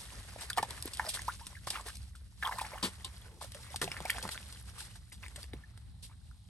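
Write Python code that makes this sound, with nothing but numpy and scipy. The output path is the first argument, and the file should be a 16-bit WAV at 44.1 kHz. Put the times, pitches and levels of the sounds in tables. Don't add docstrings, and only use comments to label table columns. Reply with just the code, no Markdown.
import sys
import numpy as np
from scipy import signal
from scipy.fft import rfft, irfft, next_fast_len
from scipy.io import wavfile
from scipy.ndimage import uniform_filter1d, map_coordinates

SR = 44100
rng = np.random.default_rng(int(sys.argv[2]) if len(sys.argv) > 2 else 0)


def master(y):
    cut = np.clip(np.atleast_2d(y).T, -1, 1)
    pcm = np.round(cut * 32767)
    wavfile.write(sys.argv[1], SR, pcm.astype(np.int16))


N = 286203

# time in seconds, slurry level in dB, crackle level in dB.
STIR_LEVELS = [(0.0, -56, -52.5), (0.36, -53, -57.5), (1.14, -52.5, -53), (1.57, -67.5, -61.5),
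               (1.81, -55.5, -58.5), (1.97, -62, -58), (2.17, -70, -71), (2.35, -74, -70), (2.42, -67, -61),
               (2.52, -60, -53), (2.6, -70, -55.5), (2.67, -50.5, -55.5), (2.86, -59.5, -61),
               (3.13, -61, -62.5), (3.42, -68.5, -67), (3.56, -60, -58.5), (4.05, -52.5, -56),
               (4.21, -53, -54), (4.37, -55, -56), (4.55, -58, -57), (4.75, -58, -59.5), (4.91, -58.5, -58),
               (5.03, -74, -69.5), (5.15, -69.5, -69), (5.33, -58, -60), (5.51, -64.5, -70),
               (5.8, -72.5, -74.5), (6.49, -77.5, -71.5)]
# multiple of the firing rate, level in dB.
EXHAUST_ORDERS = [(5, -54), (6, -56), (7, -56.5), (9, -56.5), (10, -63), (11, -62.5), (17, -67.5)]
# time in seconds, level in dB.
AIR_LEVELS = [(2.3, -90.5), (5.8, -71.5)]
# start in seconds, peak in dB, start in Hz, glide in octaves, t60 in seconds.
AIR_POCKETS = [(0.361, -36, 590, 0.5, 0.014), (0.502, -30.5, 1750, -1, 0.021),
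               (0.574, -27, 910, -2.5, 0.019), (0.579, -24, 785, -1, 0.02), (0.582, -22.5, 1184, 0, 0.022),
               (0.584, -35, 1920, -0.9, 0.034), (0.6291, -22.5, 823, 0.7, 0.016),
               (0.855, -33.5, 430, -2.1, 0.021), (0.996, -20, 1636, 0.7, 0.0086),
               (0.996, -24.5, 886, 0.5, 0.016), (1.048, -41, 930, -3, 0.03), (1.073, -38, 640, 0, 0.049),
               (1.172, -35.5, 1070, 3, 0.013), (1.192, -33.5, 1670, 1, 0.01),
               (1.194, -41, 1040, -.4, 0.0096), (1.2811, -26, 865, 2.06, 0.037),
               (1.294, -34.5, 1306, 1, 0.037), (1.3205, -46.5, 2960, -0.5, 0.013),
               (1.407, -49, 924, 0.5, 0.1), (1.552, -44, 1980, 0.4, .018), (1.566, -46.5, 1740, -0.2, 0.04),
               (1.674, -31.5, 800, 2.5, 0.011), (1.753, -39, 2730, 1, .03), (1.755, -32, 1126, 1, 0.021),
               (1.764, -30.5, 1500, 3, 0.0046), (1.796, -40, 990, 0.5, 0.021),
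               (2.151, -49, 1440, -1, 0.017), (2.4262, -29, 1444, 3.5, 0.012),
               (2.45, -33.5, 3370, -0.5, 0.034), (2.432, -26, 1520, 0.2, 0.017),
               (2.445, -36, 810, 0.2, 0.024), (2.46, -28.5, 1070, 0, 0.03), (2.477, -28, 1150, 0.5, 0.01),
               (2.484, -38, 1150, 1, .016), (2.492, -30, 905, 0.3, 0.022), (2.511, -34, 1000, 1.5, 0.017),
               (2.522, -33.5, 1660, 0.3, 0.017), (2.585, -30.5, 1055, 0, 0.021),
               (2.614, -28, 880, -0.5, 0.018), (2.65, -39, 1830, 2.5, 0.013),
               (2.733, -39.5, 536, 1.5, 0.049), (2.735, -43, 2000, 1, 0.015), (2.756, -40, 840, 0, 0.019),
               (2.778, -36.5, 1007, 3.5, 0.012), (3.414, -36.5, 740, 2.5, 0.01),
               (3.423, -40.5, 715, -1, 0.022), (3.443, -41.5, 640, -0.7, 0.028),
               (3.548, -44, 548, 0.5, 0.059), (3.743, -34.5, 954, -1.1, 0.021), (3.833, -38, 395, 0, 0.096),
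               (3.877, -33.5, 1990, 3, 0.0091), (3.877, -32.5, 695, -0.2, 0.026),
               (3.916, -31.5, 2230, 1, 0.014), (3.926, -41, 2250, -2.5, .009),
               (3.943, -40.5, 930, 2.5, 0.012), (3.9669, -29.5, 1750, 0.3, 0.0044),
               (3.987, -47.5, 2200, 0, 0.01), (4.004, -30, 865, -1.3, 0.0049),
               (4.052, -29, 678, 1.15, 0.025), (4.056, -35, 2260, 0.7, 0.021), (4.1, -22, 1854, 0, 0.016),
               (4.098, -20, 2550, -0.5, 0.0062), (4.112, -33, 2630, 1, 0.0083),
               (4.127, -41, 1770, 4.5, 0.024), (4.14, -44.5, 1260, 3.5, 0.043),
               (4.157, -40.5, 750, -0.5, 0.052), (4.162, -40, 2920, -1, 0.012),
               (4.183, -25, 1150, 0, 0.0027), (4.189, -41, 1720, -0.2, 0.019), (4.253, -25, 917, 1, 0.0038),
               (4.2897, -31, 1720, -1.5, 0.0043), (4.345, -41, 1060, 4.5, .01),
               (4.354, -40, 1320, 1, 0.023), (4.377, -30, 2100, -0.5, 0.0025),
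               (4.806, -40, 1670, 0, 0.0084), (5.118, -49, 2260, -1.1, 0.026),
               (5.235, -36, 2640, -0.1, 0.0061), (5.263, -35.5, 1940, 0.5, 0.0044),
               (5.537, -34, 420, -2.5, 0.016), (5.636, -50.5, 1690, 0.5, 0.031),
               (6.313, -51, 1520, 0, 0.012)]
# start in seconds, spray in dB, slop in dB, length in seconds.
SQUIRTS = [(0.404, -46, -39.5, 0.041), (0.565, -50, -41, 0.016), (1.082, -40.5, -53, 0.039),
           (1.136, -39, -39, 0.028), (1.667, -42.5, -37, 0.025), (1.7, -41, -38, 0.021),
           (1.723, -51.5, -38.5, 0.07), (1.856, -48.5, -58, 0.051), (2.417, -60, -36, 0.03),
           (2.585, -53, -43.5, 0.02), (3.407, -48, -41, 0.049), (3.817, -40.5, -29, 0.028),
           (4.075, -50.5, -45, 0.026), (4.228, -52.5, -34, 0.034), (4.307, -43.5, -46, 0.034),
           (4.776, -49.5, -47, 0.068), (5.222, -64, -39, 0.024), (5.386, -56, -57, 0.064),
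           (6.022, -51.5, -57, 0.045)]
# start in seconds, spray in dB, smack in dB, ping pitch in Hz, t60 in seconds.
SNAPS_AND_TICKS = [(0.5002, -21, -34, 4480, 0.02), (0.531, -25.5, -58, 3330, 0.0074),
                   (0.573, -32, -45, 8450, 0.043), (0.581, -22.5, -39, 2930, 0.019),
                   (0.627, -31.5, -22, 4290, 0.036), (0.706, -29.5, -39, 10600, 0.015),
                   (0.7768, -46, -21.5, 4800, 0.0099), (0.8246, -21, -48, 10500, 0.0058),
                   (0.8754, -36.5, -28.5, 3470, 0.04), (0.934, -31.5, -58.5, 4340, 0.074),
                   (0.971, -35, -53, 9100, 0.03), (1.0893, -23.5, -61, 8950, 0.033),
                   (1.2174, -28, -52, 8550, 0.011), (1.28, -30, -24, 5500, 0.014),
                   (1.467, -33.5, -34, 9300, 0.044), (1.672, -39, -20.5, 4630, 0.014),
                   (1.7031, -19.5, -25.5, 4690, 0.014), (1.8107, -30, -55, 7400, 0.0054),
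                   (1.955, -36, -54, 8600, 0.016), (1.969, -33.5, -54, 8580, 0.012),
                   (2.153, -51, -58, 10700, 0.12), (2.473, -27, -43, 3270, 0.016),
                   (2.585, -29, -35, 8400, 0.015), (2.611, -32.5, -37, 8800, 0.064),
                   (2.783, -36, -39, 2810, 0.007), (3.046, -29, -68, 3570, 0.024),
                   (3.444, -35, -55, 8000, 0.014), (3.519, -35, -59, 9200, 0.015),
                   (3.546, -39.5, -35, 4370, 0.033), (3.7596, -26, -29, 7840, 0.026),
                   (3.815, -26, -12, 5200, 0.032), (3.8412, -26.5, -51, 8100, 0.019),
                   (3.9165, -22, -13.5, 5150, 0.0054), (4.0037, -30.5, -41, 8430, 0.012),
                   (4.023, -33, -48, 6600, 0.011), (4.0538, -30, -45, 5400, .01),
                   (4.1022, -14.5, -45, 10700, 0.013), (4.162, -37, -42, 5500, .006),
                   (4.184, -30.5, -37, 9300, 0.02), (4.226, -33, -41.5, 5450, 0.071),
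                   (4.253, -41, -36, 5630, .004), (4.276, -35, -25.5, 11300, 0.021),
                   (4.2904, -26, -14.5, 4170, 0.012), (4.3765, -32, -38, 3380, 0.0036),
                   (4.524, -42.5, -43, 4630, 0.079), (4.804, -34, -52, 5600, 0.034),
                   (4.955, -44, -40, 4680, 0.063), (5.1218, -43, -46.5, 8340, 0.14),
                   (5.2817, -34.5, -30, 8000, 0.0084), (5.3595, -32, -35, 8200, 0.036),
                   (5.43, -27.5, -35, 4500, 0.0064), (5.44, -40, -30, 2640, 0.009),
                   (5.5339, -37, -20.5, 3720, 0.0082), (5.7751, -42.5, -35, 8350, 0.016)]
# start and end in seconds, level in dB, first and last cavity pitch in Hz.
GURGLE_RUNS = [(0.574, 0.59, -35.5, 930, 954), (0.999, 1.076, -49, 1090, 740),
               (1.743, 1.786, -48.5, 1490, 1200), (1.856, 1.903, -49.5, 665, 1690),
               (2.424, 2.437, -44.5, 1740, 1540), (2.441, 2.491, -42.5, 952, 1150),
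               (2.452, 2.477, -55, 3260, 3050), (2.509, 2.537, -44.5, 1010, 934),
               (2.539, 2.583, -50, 720, 960), (2.587, 2.599, -45.5, 2320, 2190),
               (2.599, 2.666, -50, 950, 1100), (2.713, 2.798, -53, 810, 1240),
               (3.244, 3.389, -64.5, 517, 454), (3.558, 3.613, -64, 474, 726),
               (3.63, 3.708, -61, 1600, 2010), (3.9, 4.09, -57, 1690, 1300), (4.114, 4.2, -57, 1420, 2060),
               (4.234, 4.259, -61, 1000, 860), (5.227, 5.268, -57.5, 1510, 2250),
               (6.09, 6.14, -68.5, 1200, 1520)]
# start in seconds, level in dB, t60 in seconds.
FOOTFALLS = [(0.593, -32.5, 0.045), (3.825, -38, 0.16), (4.008, -33.5, 0.033), (4.243, -39, 0.091),
             (4.293, -45, 0.04), (5.54, -46, 0.073)]
# pitch in Hz, level in dB, share of the footfall's t60.
HOLLOW_MODES = [(142.4, 5.5, 2), (189, -17, 0.31), (305, 3, 0.21), (404.4, -3, 0.46), (466, -18, 0.54)]
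# start in seconds, level in dB, crunch in dB, low and high mode cutoff in Hz.
TOOL_KNOCKS = [(2.827, -32.5, -1.5, 119, 8840), (3.044, -40.5, -15.5, 646, 4200)]
# pitch in Hz, level in dB, t60 in seconds.
BASKET_MODES = [(185, -6, .24), (395, -12, .12), (790, -11, .08), (1050, -7, .08), (2975, -4, .07),
                (3140, -4, .07), (3650, -5, .06), (3980, -5, .08), (4060, -6, .085), (4555, 0, .07),
                (4650, -1, .07), (5110, -3, .06), (5820, -9, .05), (8400, -7, .06)]

# frequency in Hz, gain in dB.
SLOP_DB = [(150, 2.5), (350, -3.5), (700, -3.5), (1300, -4), (1900, -1), (2600, -8), (3400, -13.5),
           (5000, -49), (9000, -61)]
MUD_FIZZ_DB = [(1500, -12), (2800, 1), (4000, 4.5), (5000, 2.5), (6500, -2), (8500, 5.5), (11300, -4.5),
               (13000, -20), (16000, -29)]
EXHAUST_DB = [(20, -57), (30, -28), (40, -11), (65, 2), (86, -7), (115, -6.5), (145, -18), (183, -17),
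              (205, -20.5), (500, -51), (650, -102)]
AIR_DB = [(100, 14), (300, -19), (800, 8), (2000, -13), (4000, 7.5), (6500, -15), (9000, 4), (12000, -37)]
SPRAY_DB = [(1200, -50), (2500, 3), (4500, 6), (5600, 2), (6800, 0), (8500, 8.5), (11300, -6),
            (13000, -8.5), (16000, -60)]
TICK_DB = [(300, -25), (1200, 3), (3000, -14), (7000, -12), (12000, -17), (16000, -8)]
GROUND_DB = [(50, -6), (130, -3), (180, 3.5), (290, -14.5), (400, -8), (550, -12.5), (900, -19.5),
             (2500, -43)]
CANES_DB = [(120, -7), (260, -0.5), (450, -3.5), (800, -7), (1900, -8.5), (3400, -8), (5000, -37)]
MICROPHONE_DB = [(20, -8), (50, -4), (6000, 0), (7000, -3), (9400, -1), (10600, 9), (11800, 2.5),
                 (12700, -8.5), (13600, -22), (15500, -11)]

# frequency in Hz, left lead in radians.
NEAR_LEAD_RAD = [(100, 0.1), (1000, 0.12), (1800, 0.44), (2400, 1.44), (4500, 1.75), (6500, 0.042)]
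FAR_LEAD_RAD = [(100, 0.17), (1900, 0.41), (2400, 1.5), (3400, 1.04), (4300, 4.4), (5700, 6), (7000, 6.28)]
BASKET_LEAD_RAD = [(100, 0.22), (1400, 1.03), (2800, 2.26), (3700, .1), (5200, 1.5), (5700, 7.2),
                   (7000, 5.6)]
PORT_LEAD_RAD = [(5900, 0), (6800, -.5), (7600, 1.1), (8400, .4), (9200, -.95), (10250, -3.14),
                 (11000, -4.8), (11800, -6.25), (13000, -7)]
# frequency in Hz, left over right in dB.
PORT_SHADE_DB = [(5900, -0.5), (7200, 6.5), (7900, 0)]
# frequency in Hz, correlation between the ports.
PORT_COHERENCE = [(60, 0.88), (300, 0.55), (1300, 0.56), (3000, 0.048), (6500, 0.35), (8500, 0.85),
                  (11500, 1)]

FIRING_HZ = 10.6
PING_DB, PING_CYCLES = 1, 30
GULPS_PER_S, MUD_CUTOFF_HZ = 380, 3240
SHED_PER_S, SHED_DB, SHED_CYCLES, SHED_GLIDE_RATIO = 110, -2, 13, 1.7
CANE_DRIFT_TURNS = .0075
TURN_S = 2.8


def amp(db):
    return 10 ** (np.asarray(db) / 20)


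def unit(x):
    return x / np.sqrt(np.mean(x ** 2) + 1e-20)


def along(points, hz):
    knots_hz, values = np.transpose(points)
    return np.interp(np.log(hz + 1), np.log(np.sort(knots_hz) + 1), values)


def curves(rows):
    times_s, *columns = np.transpose(rows)
    return [np.interp(np.arange(N) / SR, times_s, column) for column in columns]


def wobble(knots_per_s):
    return map_coordinates(rng.standard_normal(4096), [np.arange(N) * knots_per_s / SR], mode="wrap")


def filtered(x, response):
    size = next_fast_len(N + SR // 2)
    return irfft(rfft(x, size) * response(np.fft.rfftfreq(size, 1 / SR)), size)[..., :N]


def coloured(x, spectrum_db):
    size = 4096
    cepstrum = irfft(np.log(amp(along(spectrum_db, np.fft.rfftfreq(size, 1 / SR)))))
    cepstrum[1:size // 2] *= 2
    cepstrum[size // 2 + 1:] = 0
    impulse = irfft(np.exp(rfft(cepstrum)))
    return signal.fftconvolve(np.atleast_2d(x), impulse[None], axes=1)[:, :N]


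def add(track, start_s, sound):
    part = track[max(round(start_s * SR), 0):][:len(sound)]
    part += sound[:len(part)]


def wide(pair, response):
    def mid_side(hz):
        angle_rad = np.arccos(np.clip(along(PORT_COHERENCE, hz), -1, 1)) / 2
        return response(hz) * [np.cos(angle_rad), np.sin(angle_rad)]
    mid, side = filtered(pair, mid_side)
    return np.array([mid + side, mid - side])


def diffuse(pair, spectrum_db):
    return unit(wide(pair, lambda hz: amp(along(spectrum_db, hz))))


def direct(x, lead_rad):
    return filtered(x, lambda hz: np.exp(-1j * along(lead_rad, hz) * [[0], [1]]))


def froth(count, centre_hz, scatter, cycles, spread_db):
    t = np.arange(SR // 50) / SR
    start, size = rng.random((2, count, 1))
    pitch, slide, life, polarity = rng.standard_normal((4, count, 1))
    hz = np.clip(centre_hz * np.exp(scatter * pitch), 500, 11000)
    age = t * hz / (cycles * np.exp(0.58 * life))
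    turns = np.cumsum(hz * 2 ** (0.7 * (slide + .5) * np.minimum(age, 1)), axis=1) / SR
    size_db = spread_db * np.minimum(-np.log(size + 1e-9), 3)
    rings = np.sign(polarity) * amp(size_db - 60 * age) * np.sin(2 * np.pi * turns)
    samples = (start * N).astype(int) + np.arange(len(t))
    return unit(np.bincount(samples.ravel(), rings.ravel(), N)[:N])


def crackle(pops_per_s, spread_db, hiss_db):
    chance, size = rng.random((2, N))
    gains = amp(spread_db * np.minimum(-np.log(size + 1e-9), 4))
    pops = (chance < pops_per_s / SR) * gains * rng.choice([-1, 1], N)
    return unit(unit(pops) + amp(hiss_db) * rng.standard_normal(N))


def slurry(bubble_db, tick_db, wash_db, fizz_db, uneven_db):
    slurry_db, crackle_db = curves(STIR_LEVELS)
    clumps_db = uneven_db * wobble(45)
    bubbles = froth(count=1300, centre_hz=1500, scatter=.5, cycles=12, spread_db=4)
    ticks = froth(count=1500, centre_hz=5200, scatter=.42, cycles=22, spread_db=4)
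    wash = diffuse(rng.standard_normal((2, N)), SLOP_DB)
    films = np.array([crackle(pops_per_s=2500, spread_db=3.5, hiss_db=2) for side in range(2)])
    low = amp(bubble_db) * bubbles + amp(wash_db) * wash
    high = amp(fizz_db) * diffuse(films, MUD_FIZZ_DB) + amp(tick_db) * ticks
    return amp(slurry_db + clumps_db) * low + amp(crackle_db + clumps_db / 2 + wobble(30)) * high


def boat(note_db, rumble_db, waver_db, flutter_db):
    turns = FIRING_HZ * np.arange(N) / SR + 0.028 * wobble(1.4)
    note = np.zeros(N)
    for order, db in EXHAUST_ORDERS:
        peak = amp(db + waver_db * wobble(2.478)) * np.sqrt(2)
        note += peak * np.sin(2 * np.pi * (order * turns + .5 * rng.random()))
    throb = amp(flutter_db * wobble(17))
    rumble = throb * diffuse(rng.standard_normal((2, N)), EXHAUST_DB)
    return amp(note_db) * note + amp(rumble_db) * rumble


def open_air():
    return amp(curves(AIR_LEVELS)[0]) * diffuse(rng.standard_normal((2, N)), AIR_DB)


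def pockets(level_db, swell_t60s, seal_t60s, pitch_jitter, quiver_db, grit_db):
    out, t = np.zeros(N), np.arange(SR // 12) / SR
    noises = rng.standard_normal((256, 2, len(t)))
    rows = AIR_POCKETS + shed_pockets(scatter=.3, spread_db=3, glide_octaves=0.5)
    for (start_s, db, start_hz, octaves, t60_s), noise in zip(rows, noises):
        swell = 1 - np.exp(-t / (swell_t60s * t60_s))
        envelope = swell * amp(-60 * t / t60_s) / (1 + (t / (seal_t60s * t60_s)) ** 6)
        flutter, tremble = unit(uniform_filter1d(noise, size=60))
        hz = start_hz * 2 ** (octaves * np.minimum(t / t60_s, 1)) * (1 + pitch_jitter * flutter)
        ring = np.sin(2 * np.pi * np.cumsum(hz) / SR) * (1 + amp(grit_db) * noise[0])
        add(out, start_s, amp(db + level_db + quiver_db * tremble) * envelope / envelope.max() * ring)
    return out


def splashes(spray_db, slop_db):
    spray, slop, t = np.zeros(N), np.zeros(N), np.arange(SR // 3) / SR
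    for start_s, high_db, low_db, length_s in SQUIRTS:
        age = 3 * t / length_s
        envelope = age * np.exp(1 - age)
        add(spray, start_s, amp(high_db + spray_db) * envelope)
        add(slop, start_s, amp(low_db + slop_db) * envelope)
    drops = np.array([crackle(pops_per_s=5000, spread_db=6, hiss_db=-2) for side in range(2)])
    bubbles = froth(count=5000, centre_hz=1600, scatter=0.5, cycles=11, spread_db=3.5)
    return spray * diffuse(drops, MUD_FIZZ_DB) + slop * bubbles


def snaps(spray_db, smack_db, tick_db, rise_s):
    ticks, spray, smack, pings = np.zeros((4, N))
    t = np.arange(SR // 6) / SR
    onset = 1 - np.exp(-t / rise_s)
    for start_s, high_db, low_db, hz, t60_s in SNAPS_AND_TICKS:
        envelope = onset * amp(-60 * t / t60_s)
        add(ticks, start_s + rise_s, [amp(high_db + tick_db)])
        add(spray, start_s, amp(high_db + spray_db) * envelope)
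        add(smack, start_s, amp(low_db + smack_db) * envelope)
        age = t * hz / PING_CYCLES
        turns = np.cumsum(hz * (1 + 0.2 * np.minimum(age, 1))) / SR
        add(pings, start_s, amp(high_db + PING_DB - 60 * age) * onset * np.sin(2 * np.pi * turns))
    spit = unit(coloured(crackle(pops_per_s=4500, spread_db=9.5, hiss_db=1.5), SPRAY_DB))
    slap = unit(coloured(rng.standard_normal(N), SLOP_DB))
    return coloured(ticks, TICK_DB) + spray * spit + smack * slap + pings


def gurgles(scatter, cycles, upper_ratio, upper_db, uneven_db, grit_db):
    out, t = np.zeros(N), np.arange(SR // 40) / SR
    for start_s, end_s, db, from_hz, to_hz in GURGLE_RUNS:
        length_s = max(end_s - start_s, .01)
        count = max(int(length_s * GULPS_PER_S), 2)
        run = np.zeros(int(length_s * SR) + len(t))
        for k, (late, pitch, size, shape) in enumerate(rng.standard_normal((128, 4))[:count]):
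            progress = np.clip((k + .5 + .5 * late) / count, 0, 1)
            hz = from_hz * (to_hz / from_hz) ** progress
            turns = t * hz * np.exp(scatter * pitch)
            upper_hz = hz * upper_ratio * np.exp(scatter * shape)
            upper_gain = amp(upper_db) / (1 + (upper_hz / MUD_CUTOFF_HZ) ** 4)
            modes = np.sin(2 * np.pi * turns) + upper_gain * np.sin(2 * np.pi * upper_hz * t)
            envelope = amp(uneven_db * size - 60 * turns / cycles) * (1 - np.exp(-2 * turns))
            add(run, progress * length_s, envelope * modes)
        grit = amp(grit_db) * rng.standard_normal(len(run))
        add(out, start_s, amp(db) * unit(run) * (1 + grit))
    return out


def shed_pockets(scatter, spread_db, glide_octaves):
    rows = []
    for start_s, end_s, db, from_hz, to_hz in GURGLE_RUNS:
        count = max(round((end_s - start_s) * SHED_PER_S), 1)
        for k, (late, size, pitch, slide) in enumerate(rng.uniform(-1, 1, (32, 4))[:count]):
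            progress = (k + .5 + .5 * late) / count
            at_s = start_s + progress * (end_s - start_s)
            hz = from_hz * (to_hz / from_hz) ** progress * np.exp(scatter * pitch)
            octaves = SHED_GLIDE_RATIO * np.log2(to_hz / from_hz) + glide_octaves * slide
            rows.append((at_s, db + SHED_DB + spread_db * size, hz, octaves, SHED_CYCLES / hz))
    return rows


def thuds(ring_db, push_db):
    weight, boom, t = np.zeros(N), np.zeros(N), np.arange(SR // 3) / SR
    onset = 1 - np.exp(-t / 0.0058)
    for start_s, db, t60_s in FOOTFALLS:
        add(weight, start_s, amp(db + push_db - 60 * t / t60_s) * onset)
        for hz, mode_db, share in HOLLOW_MODES:
            envelope = amp(db + ring_db + mode_db - 60 * t / (t60_s * share)) * onset
            add(boom, start_s, envelope * np.sin(2 * np.pi * (hz * t + rng.random())))
    return boom + weight * unit(coloured(rng.standard_normal(N), GROUND_DB))


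def basket(body_db, crack_db, ring_db, rattle_s):
    out, t = np.zeros(N), np.arange(SR // 3) / SR
    age = t / rattle_s
    chatter = amp(-60 * t / 0.014) + age * np.exp(1 - age)
    for start_s, db, crunch_db, low_hz, top_hz in TOOL_KNOCKS:
        ring = np.zeros(len(t))
        for hz, mode_db, t60_s in BASKET_MODES:
            drift = np.cumsum(rng.standard_normal(len(t))) * CANE_DRIFT_TURNS * np.sqrt(hz / 4000)
            envelope = amp(mode_db - 60 * t / t60_s) / (1 + (low_hz / hz) ** 2 + (hz / top_hz) ** 8)
            ring += envelope * np.sin(2 * np.pi * (hz * t + drift + rng.random()))
        pops = crackle(pops_per_s=2500, spread_db=3, hiss_db=9)
        cracks = unit(coloured(pops, SPRAY_DB))[0, :len(t)]
        canes = unit(coloured(rng.standard_normal(N), CANES_DB))[0, :len(t)]
        crunch = amp(crunch_db) * chatter * (amp(crack_db) * cracks + amp(body_db) * canes)
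        onset = 1 - np.exp(-t / (0.0083 * amp(crunch_db)))
        add(out, start_s, amp(db) * (amp(ring_db) * ring * onset + crunch))
    return out


def scattering(x, t60_s, highpass_hz):
    t = np.arange(SR // 4) / SR
    tail = rng.standard_normal((2, len(t))) * amp(-60 * t / t60_s)
    scattered = signal.fftconvolve(x, tail / np.linalg.norm(tail[0]), axes=1)[:, :N]
    return wide(scattered, lambda hz: 1j * hz / (1j * hz + highpass_hz))


def scene():
    feet = pockets(level_db=1.25, swell_t60s=0.092, seal_t60s=0.76,
                   pitch_jitter=0.07, quiver_db=0.5, grit_db=-18.5) * amp([[-.5], [.5]])
    feet += gurgles(scatter=0.199, cycles=21, upper_ratio=1.8, upper_db=-3.5,
                    uneven_db=3.5, grit_db=-12.5)
    feet += snaps(spray_db=-4, smack_db=-10, tick_db=-1, rise_s=0.00061)
    feet += splashes(spray_db=2, slop_db=-10)
    feet += thuds(ring_db=-6, push_db=5.5)
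    wicker = basket(body_db=0, crack_db=-1, ring_db=6, rattle_s=0.014) * amp([[1], [-1]])
    mud = feet + slurry(bubble_db=-6.5, tick_db=-4, wash_db=-2, fizz_db=1, uneven_db=3)
    far = np.clip((np.arange(N) / SR - TURN_S) * 20, 0, 1)
    walker = direct(mud * (1 - far), NEAR_LEAD_RAD) + direct(mud * far, FAR_LEAD_RAD)
    walker += direct(wicker, BASKET_LEAD_RAD)
    air = open_air()
    tail = amp(-6.5) * scattering(feet + wicker, t60_s=0.071, highpass_hz=620)
    engine = boat(note_db=-4.5, rumble_db=-48.5, waver_db=3, flutter_db=1.6)
    return walker + tail + air + engine


def record(dry):
    def ports(hz):
        shade = amp(along(PORT_SHADE_DB, hz) * [[.5], [-.5]])
        shift = np.exp(.5j * along(PORT_LEAD_RAD, hz) * [[1], [-1]])
        return shade * shift * (hz < 16000)
    return filtered(coloured(dry, MICROPHONE_DB), ports)


dry = scene()
out = record(dry)
master(out)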